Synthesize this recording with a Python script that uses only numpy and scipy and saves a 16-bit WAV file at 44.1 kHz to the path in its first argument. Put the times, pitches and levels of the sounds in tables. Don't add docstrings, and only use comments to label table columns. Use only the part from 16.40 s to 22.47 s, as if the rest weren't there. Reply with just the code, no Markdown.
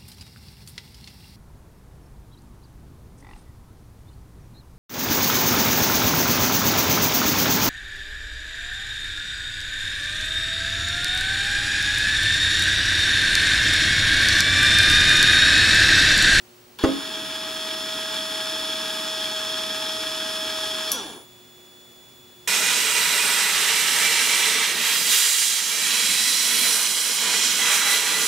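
import sys
import numpy as np
from scipy import signal
from scipy.fft import rfft, irfft, next_fast_len
from scipy.io import wavfile
from scipy.ndimage import uniform_filter1d, map_coordinates

SR = 44100
rng = np.random.default_rng(int(sys.argv[2]) if len(sys.argv) > 2 else 0)


def amplitude_ratio(level_db):
    exponent = np.asarray(level_db, float) / 20
    return 10 ** exponent


def master(y):
    cut = np.clip(np.atleast_2d(y).T, -1, 1)
    pcm = np.round(cut * 32767)
    wavfile.write(sys.argv[1], SR, pcm.astype(np.int16))


N = 267907
T = np.arange(N) / SR


def unit(x):
    return x / np.sqrt(np.mean(x ** 2) + 1e-20)


def along(points, hz):
    f, v = np.transpose(points)
    return np.interp(np.log(hz + 1), np.log(f + 1), v)


def wobble(rate):
    return map_coordinates(rng.standard_normal(int(N * rate / SR) + 4), [T * rate])


def filtered(x, response):
    m = next_fast_len(N + 8192)
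    return irfft(rfft(x, m) * response(np.fft.rfftfreq(m, 1 / SR)), m)[..., :N]


def resonances(modes, hz):
    return sum(amplitude_ratio(2 * db) / (1 + (1.36 * (hz - c) / w) ** 2) ** 2 for c, w, db in modes)


def pair(one, other, alike):
    turn = lambda hz: np.arccos(np.clip(along(alike, hz), -1, 1)) / 2
    mid, side = filtered(np.array([one, other]), lambda hz: [np.cos(turn(hz)), np.sin(turn(hz))])
    return np.array([mid + side, mid - side])


# (frequency [Hz], time to fall 60 dB [s])
ECHO = [(200, 0.4), (2000, 0.72), (12000, 0.12)]


def room(x):
    hz, t, z = signal.stft(rng.standard_normal((2, SR // 2)), SR, nperseg=256)
    tail = signal.istft(z * amplitude_ratio(-60 * t / along(ECHO, hz)[:, None]), SR, nperseg=256)[1]
    late = np.pad(x, (200, 0))[None]
    return signal.fftconvolve(late, tail / np.linalg.norm(tail[0]), axes=1)[:, :N]


# (frequency [Hz], level [dB])
AIR = [(15, -50), (25, -11), (120, -3.5), (299, -4), (361, -3.5), (414, -2.5), (1930, -10), (3130, -10),
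       (3390, -12.5), (3680, -11), (7030, -15), (13100, -20.5), (15800, -27)]
# (frequency [Hz], likeness [-1 to 1])
AIR_ALIKE = [(60, 0.94), (180, 0.91), (550, 0.18), (1650, 0.081), (4970, 0.42), (15000, 0.85)]
# (frequency [Hz], level [dB rms])
STEADY = [(120, -67), (241, -66), (360, -59), (5636, -80), (15525, -76), (15575, -73), (15625, -63),
          (15675, -74), (15725, -76)]


def floor():
    whistle_band = lambda hz: amplitude_ratio(-18) / (1 + ((hz - 15620) / 180) ** 4)
    air = pair(*rng.standard_normal((2, N)), AIR_ALIKE)
    air = unit(filtered(air, lambda hz: amplitude_ratio(along(AIR, hz)) + whistle_band(hz)))
    hum = sum(amplitude_ratio(db + 1.5 * wobble(14)) * np.sin(2 * np.pi * (hz * T + rng.random())) for hz, db in STEADY)
    bursts_per_s, middle_s = 25, .015
    gate = np.cos(np.pi * bursts_per_s * (T - middle_s)) ** 6
    bursts = amplitude_ratio(-62.5 + .9 * wobble(27)) * gate * np.sin(2 * np.pi * 4339 * T)
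    return amplitude_ratio(-53 + 0.17 * wobble(2.3)) * air + np.sqrt(2) * hum + bursts


ON_S, OFF_S = .3865, 4.497
SPIN_UP_S, COAST_S = .024, .87
FRICTION = 2.0
SETTLE_S = 0.74
STALL = 0.02


def shaft():
    gained = 1 - np.exp(-np.clip(T - ON_S, 0, None) / SPIN_UP_S)
    left = (1 + FRICTION) * np.exp(-np.clip(T - OFF_S, 0, None) / COAST_S) - FRICTION
    return gained, np.clip(left, 0, 1)


def swell_db(settled_db, start_db, power):
    missing = np.exp(-np.clip(T - ON_S, 0, None) / SETTLE_S)
    return settled_db - start_db * missing + 20 * power * np.log10(shaft()[1] + STALL)


# (settled level [dB], lower at the start [dB], power of coasting speed,
# idle level [dB])
CHOP = [(-35.5, 6.4, 1.33, -54.5), (-54, 2, 6.7, -63.5), (-49, 2.2, 0.45, -71), (-67, 1.5, .9, -67.5)]


def chopper():
    chop_hz = 3438.3
    gained, left = shaft()
    tone = 0
    for k, (*law, idle_db) in enumerate(CHOP):
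        driven = amplitude_ratio(swell_db(*law)) * (.3 + 0.62 * gained ** 2) * np.clip(left / STALL, 0, 1)
        wander = amplitude_ratio(0.46 * wobble(11) + .7 * wobble(2.54))
        tone = tone + (amplitude_ratio(idle_db) + driven) * wander * np.sin(2 * np.pi * (k + 1) * chop_hz * T)
    return np.sqrt(2) * tone * (T > ON_S)


def ring(contacts, modes, attack, crack, blur, tilt):
    out, t = np.zeros(N + SR), T[:SR // 2]
    for s, db in contacts:
        first = s == contacts[0][0]
        drift = blur * np.cumsum(rng.standard_normal((len(modes), len(t))), axis=1)
        tone = 0
        for (hz, level, t60), slip in zip(modes, drift):
            fade = amplitude_ratio(level + rng.normal(0, 2.8) - 60 * t / t60)
            tone = tone + fade * np.sin(2 * np.pi * hz * t + slip + np.pi * first)
        snap = crack * amplitude_ratio(-60 * t / 0.01) * rng.standard_normal(len(t))
        snap = signal.lfilter([1, -tilt], [1, -.8 * (1 - tilt)], snap)
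        out[round(s * SR):][:len(t)] += amplitude_ratio(db) * (tone + snap) * (1 - np.exp(-t / attack))
    return out[:N]


# (time [s], level [dB])
RELAY = [
    (0.3866, -47),
    (4.5172, -17),
    (4.5245, -33),
    (4.533, -36),
]
# (frequency [Hz], level [dB], time to fall 60 dB [s])
CASE = [(4340, -10, .05), (5750, 3, .03), (5905, -12, .13), (6735, -9, .05), (8100, -11, .06),
        (9700, -1, .02), (10300, -5, .06), (11600, 5, .02), (12600, 2, .025), (13500, -2, .02),
        (14770, -12, .015)]


def relay_clicks():
    clicks = ring(RELAY, CASE, attack=.0002, crack=2.8, blur=.11, tilt=.6)
    return filtered(clicks, lambda hz: (1j * hz / (3500 + 1j * hz)) ** 2 / (1 + (hz / 15000) ** 8))


# (time [s], level [dB])
THUMPS = [
    (0.4372, -21),
    (0.4385, -16),
    (0.4452, -16.5),
    (0.4535, -25),
    (0.486, -27),
]
# (frequency [Hz], level [dB], time to fall 60 dB [s])
STRUCK = [(150, -18, .04), (203, -14, 0.083), (271.5, -6.5, .65), (300, -2.5, .08), (324, -5, 0.29),
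          (389, 0, 0.086), (443, -5.5, 0.11), (535, -10.5, 0.18), (642, -2.5, 0.1), (816, -9.5, 0.068),
          (1079, -11, 0.11), (1260, -5, 0.065), (1484, -3, 0.034), (1710, -15, .07), (1954, -13, 0.045),
          (2780, -21, .04), (4750, -14, 0.051), (6400, -21, 0.051)]


def bench_thumps():
    thumps = ring(THUMPS, STRUCK, attack=.0005, crack=.9, blur=.02, tilt=0)
    return filtered(thumps, lambda hz: 1 / (1 + 1j * hz / 9000) ** 2)


def jolt():
    start_s, length_s = 0.4385, .0105
    return amplitude_ratio(-13) * np.sin(2 * np.pi * np.clip((T - start_s) / length_s, 0, 1))


# (frequency [Hz], width [Hz], level [dB])
BENCH = [(50, 120, -36), (211, 44, -3.5), (293, 88, -1.5), (312, 44, -2), (392, 75, -4), (444, 12, 1),
         (560, 84, -35)]
# (frequency [Hz], likeness [-1 to 1])
ALIKE = [(60, 0.99), (130, 1), (290, 1), (640, 0.89), (1410, 0.72), (3100, 0.89), (6820, 0.9), (15000, 1)]


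def bench_rumble(bench_db):
    lumps = amplitude_ratio(1.0 * wobble(30)) * rng.standard_normal((2, N))
    rumble = filtered(pair(*lumps, ALIKE), lambda hz: np.sqrt(resonances(BENCH, hz)))
    return unit(rumble) * amplitude_ratio(bench_db + 2.0)


# (frequency [Hz], width [Hz], level [dB])
HOUSING = [(860.6, 47, -9.5), (1080, 316, -15), (1425, 77, -11), (1650, 81, -6.5), (1808, 11.4, -10),
           (2342, 59, -11.5), (2658, 88, -14.5), (2938, 75, -9.5), (3290, 75, -1), (3560, 130, -8.5),
           (3734, 81, -9), (4080, 85, -18), (4190, 130, -23.5), (4365, 146, -11), (5000, 220, -35),
           (4860, 29, -9), (5240, 300, -15), (5340, 43, -10), (3271, 18.7, 2), (6200, 65, -46),
           (6900, 74, -18.5), (7320, 84, -12.5), (9950, 190, -21), (10314, 49, -19), (10869, 167, -36)]
# (frequency [Hz], level [dB per Hz])
BETWEEN = [(400, -29), (700, -24), (2100, -22), (3300, -20), (5000, -26.5), (6500, -19), (9000, -28.5),
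           (10300, -23), (13000, -40), (15500, -40)]


def gear_rattle(clumps, rattle_db, hiss_db):
    body = lambda hz: np.sqrt(resonances(HOUSING, hz) + amplitude_ratio(2 * along(BETWEEN, hz)))
    knocks = clumps * rng.standard_normal((2, N))
    rattle = unit(filtered(pair(*knocks, ALIKE), body))
    low = filtered(rattle, lambda hz: 1 / (1 + (hz / 5500) ** 8))
    return low * amplitude_ratio(rattle_db - 0.5) + (rattle - low) * amplitude_ratio(hiss_db + 7)


# (cycles a turn, level [dB rms])
MESH = [(5, -58), (10, -39.8), (20, -45), (30, -49), (40, -48), (50, -56), (60, -52)]
# (frequency [Hz], level [dB rms])
GLIDE = [(100, -75), (220, -47), (330, -36), (490, -37), (580, -48), (700, -47), (900, -46), (1200, -39),
         (1450, -40), (1600, -58), (2500, -66)]


def gears(turns, speed):
    off = np.clip((1 - speed) / .12, 0, 1)
    turns_per_s = np.gradient(turns) * SR
    out = 0
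    for k, db in MESH:
        glide_db = along(GLIDE, k * turns_per_s) - (0 if k in (10, 20, 30) else .6 * k)
        glide_db = glide_db + 14 * np.log10(speed + STALL)
        level = db + off * (glide_db - db) + (.8 + 2 * off) * wobble(35)
        cycles = k * turns + rng.random() + .08 * off * wobble(60)
        out = out + amplitude_ratio(level) * np.sin(2 * np.pi * cycles)
    chatter = amplitude_ratio(1.2 * wobble(90)) * rng.standard_normal(N)
    chatter = filtered(chatter, lambda hz: resonances([(800, 800, 0)], hz))
    return out + amplitude_ratio(-45) * off * (T > 1) * unit(chatter)


# (frequency [Hz], level [dB])
TICKS = [(2500, -31), (4500, 9), (6000, -3), (8500, -0.5), (10200, -9.5), (12500, -3), (15500, -34)]


def brush_ticks(turns, speed, hiss_db):
    track = rng.standard_normal(720) * amplitude_ratio(14 * rng.standard_normal(720))
    ticks = map_coordinates(track, [turns % 1 * len(track)], mode="grid-wrap")
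    ticks = ticks * speed ** 3 * amplitude_ratio(1 * wobble(39.8))
    return unit(filtered(ticks, lambda hz: amplitude_ratio(along(TICKS, hz)))) * amplitude_ratio(hiss_db - 3.5)


def brush_fizz(clumps, hiss_db):
    top = lambda hz: (hz / 13000) ** 6 / (1 + (hz / 13000) ** 18)
    return unit(filtered(clumps * rng.standard_normal(N), top)) * amplitude_ratio(hiss_db - 16)


# (cycles a turn, level [dB rms])
TONES = [(80, -43), (81, -52), (82, -43), (83, -52), (84, -41.5), (85, -57), (86, -59), (88, -55),
         (89, -58), (90, -53), (92, -60), (98, -56), (99, -58), (100, -50), (110, -54), (112, -58),
         (116, -58), (128, -62), (138, -62), (159, -57), (164, -60), (165, -61), (171, -63), (179, -63),
         (183, -61), (195, -62)]


def brush_whine(turns, speed):
    whine = 0
    for k, db in TONES:
        level = amplitude_ratio(db + (.9 + .006 * k) * wobble(22)) * speed ** 9
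        whine = whine + level * np.sin(2 * np.pi * (k * turns + .012 * (k - 82) ** 2))
    return whine


def motor():
    gained, left = shaft()
    speed = gained * left
    whine_hz = 5088.7 + 15 / (1 + np.exp((T - 2.1) / .2))
    turns = np.cumsum(speed * whine_hz * (1 + 0.00042 * wobble(9))) / SR / 80
    on = np.clip((T - ON_S) / 0.00085, 0, 1) * uniform_filter1d(1. * (left > 0), size=SR // 12)
    rattle_db = swell_db(-30, 3.8, 1.4)
    bench_db = swell_db(-46.5, 0.67, 0.45) - 12 * (1 - gained)
    hiss_db = swell_db(-41.5, 8.3, 0.72) - 9 * (1 - gained)
    mesh_db = swell_db(0, 7.1, 0.55)
    whine = brush_whine(turns, speed) * amplitude_ratio(hiss_db + 40.5)
    tones = np.sqrt(2) * (whine + gears(turns, speed) * amplitude_ratio(mesh_db))
    clumps = amplitude_ratio(1.36 * wobble(160) + 0.51 * wobble(24.95) + 1.55 * np.sin(4 * np.pi * turns))
    tones = tones + brush_ticks(turns, speed, hiss_db) + brush_fizz(clumps, hiss_db)
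    noise = gear_rattle(clumps, rattle_db, hiss_db) + bench_rumble(bench_db)
    return on * tones, on * noise


# (frequency [Hz], level [dB])
LEAN = [(60, -1), (110, 0.5), (200, 1.0), (380, 0.81), (700, 1.5), (1290, 1.3), (2380, -1.2), (4400, -0.47),
        (8120, 2.5), (15000, -3)]
# (frequency [Hz], phase [rad])
LEAD = [(0, 0), (1290, 0.45), (2670, 0.16), (3100, 0), (3450, 0.37), (3790, 0.83), (4130, 0.62),
        (5250, 0.38), (6030, 0.62), (6890, 1), (7150, 0.5), (8610, 0.99), (10300, 0.22), (16400, -0.0)]


def scene():
    tones, noise = motor()
    thump, relay = bench_thumps(), relay_clicks()
    near = tones + chopper() + thump + relay + noise
    lean = lambda hz: amplitude_ratio(along(LEAN, hz) / 2) * np.exp(.5j * along(LEAD, hz))
    near = filtered(near, lambda hz: [lean(hz), 1 / lean(hz)])
    echoes = amplitude_ratio(-15.5) * room(tones) + amplitude_ratio(-13.5) * room(noise.mean(axis=0)) + amplitude_ratio(-10.5) * room(thump)
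    echoes = echoes + amplitude_ratio(-14.0) * room(relay) + amplitude_ratio(-4) * room(relay)[0]
    return near + echoes + amplitude_ratio([[-16], [0]]) * jolt() + floor()


def band_limit(x):
    return signal.sosfilt(signal.butter(12, 16790, fs=SR, output="sos"), x)


def record(dry):
    mix = filtered(dry, lambda hz: hz < 15780)
    return band_limit(mix)


dry = scene()
out = record(dry)
master(out)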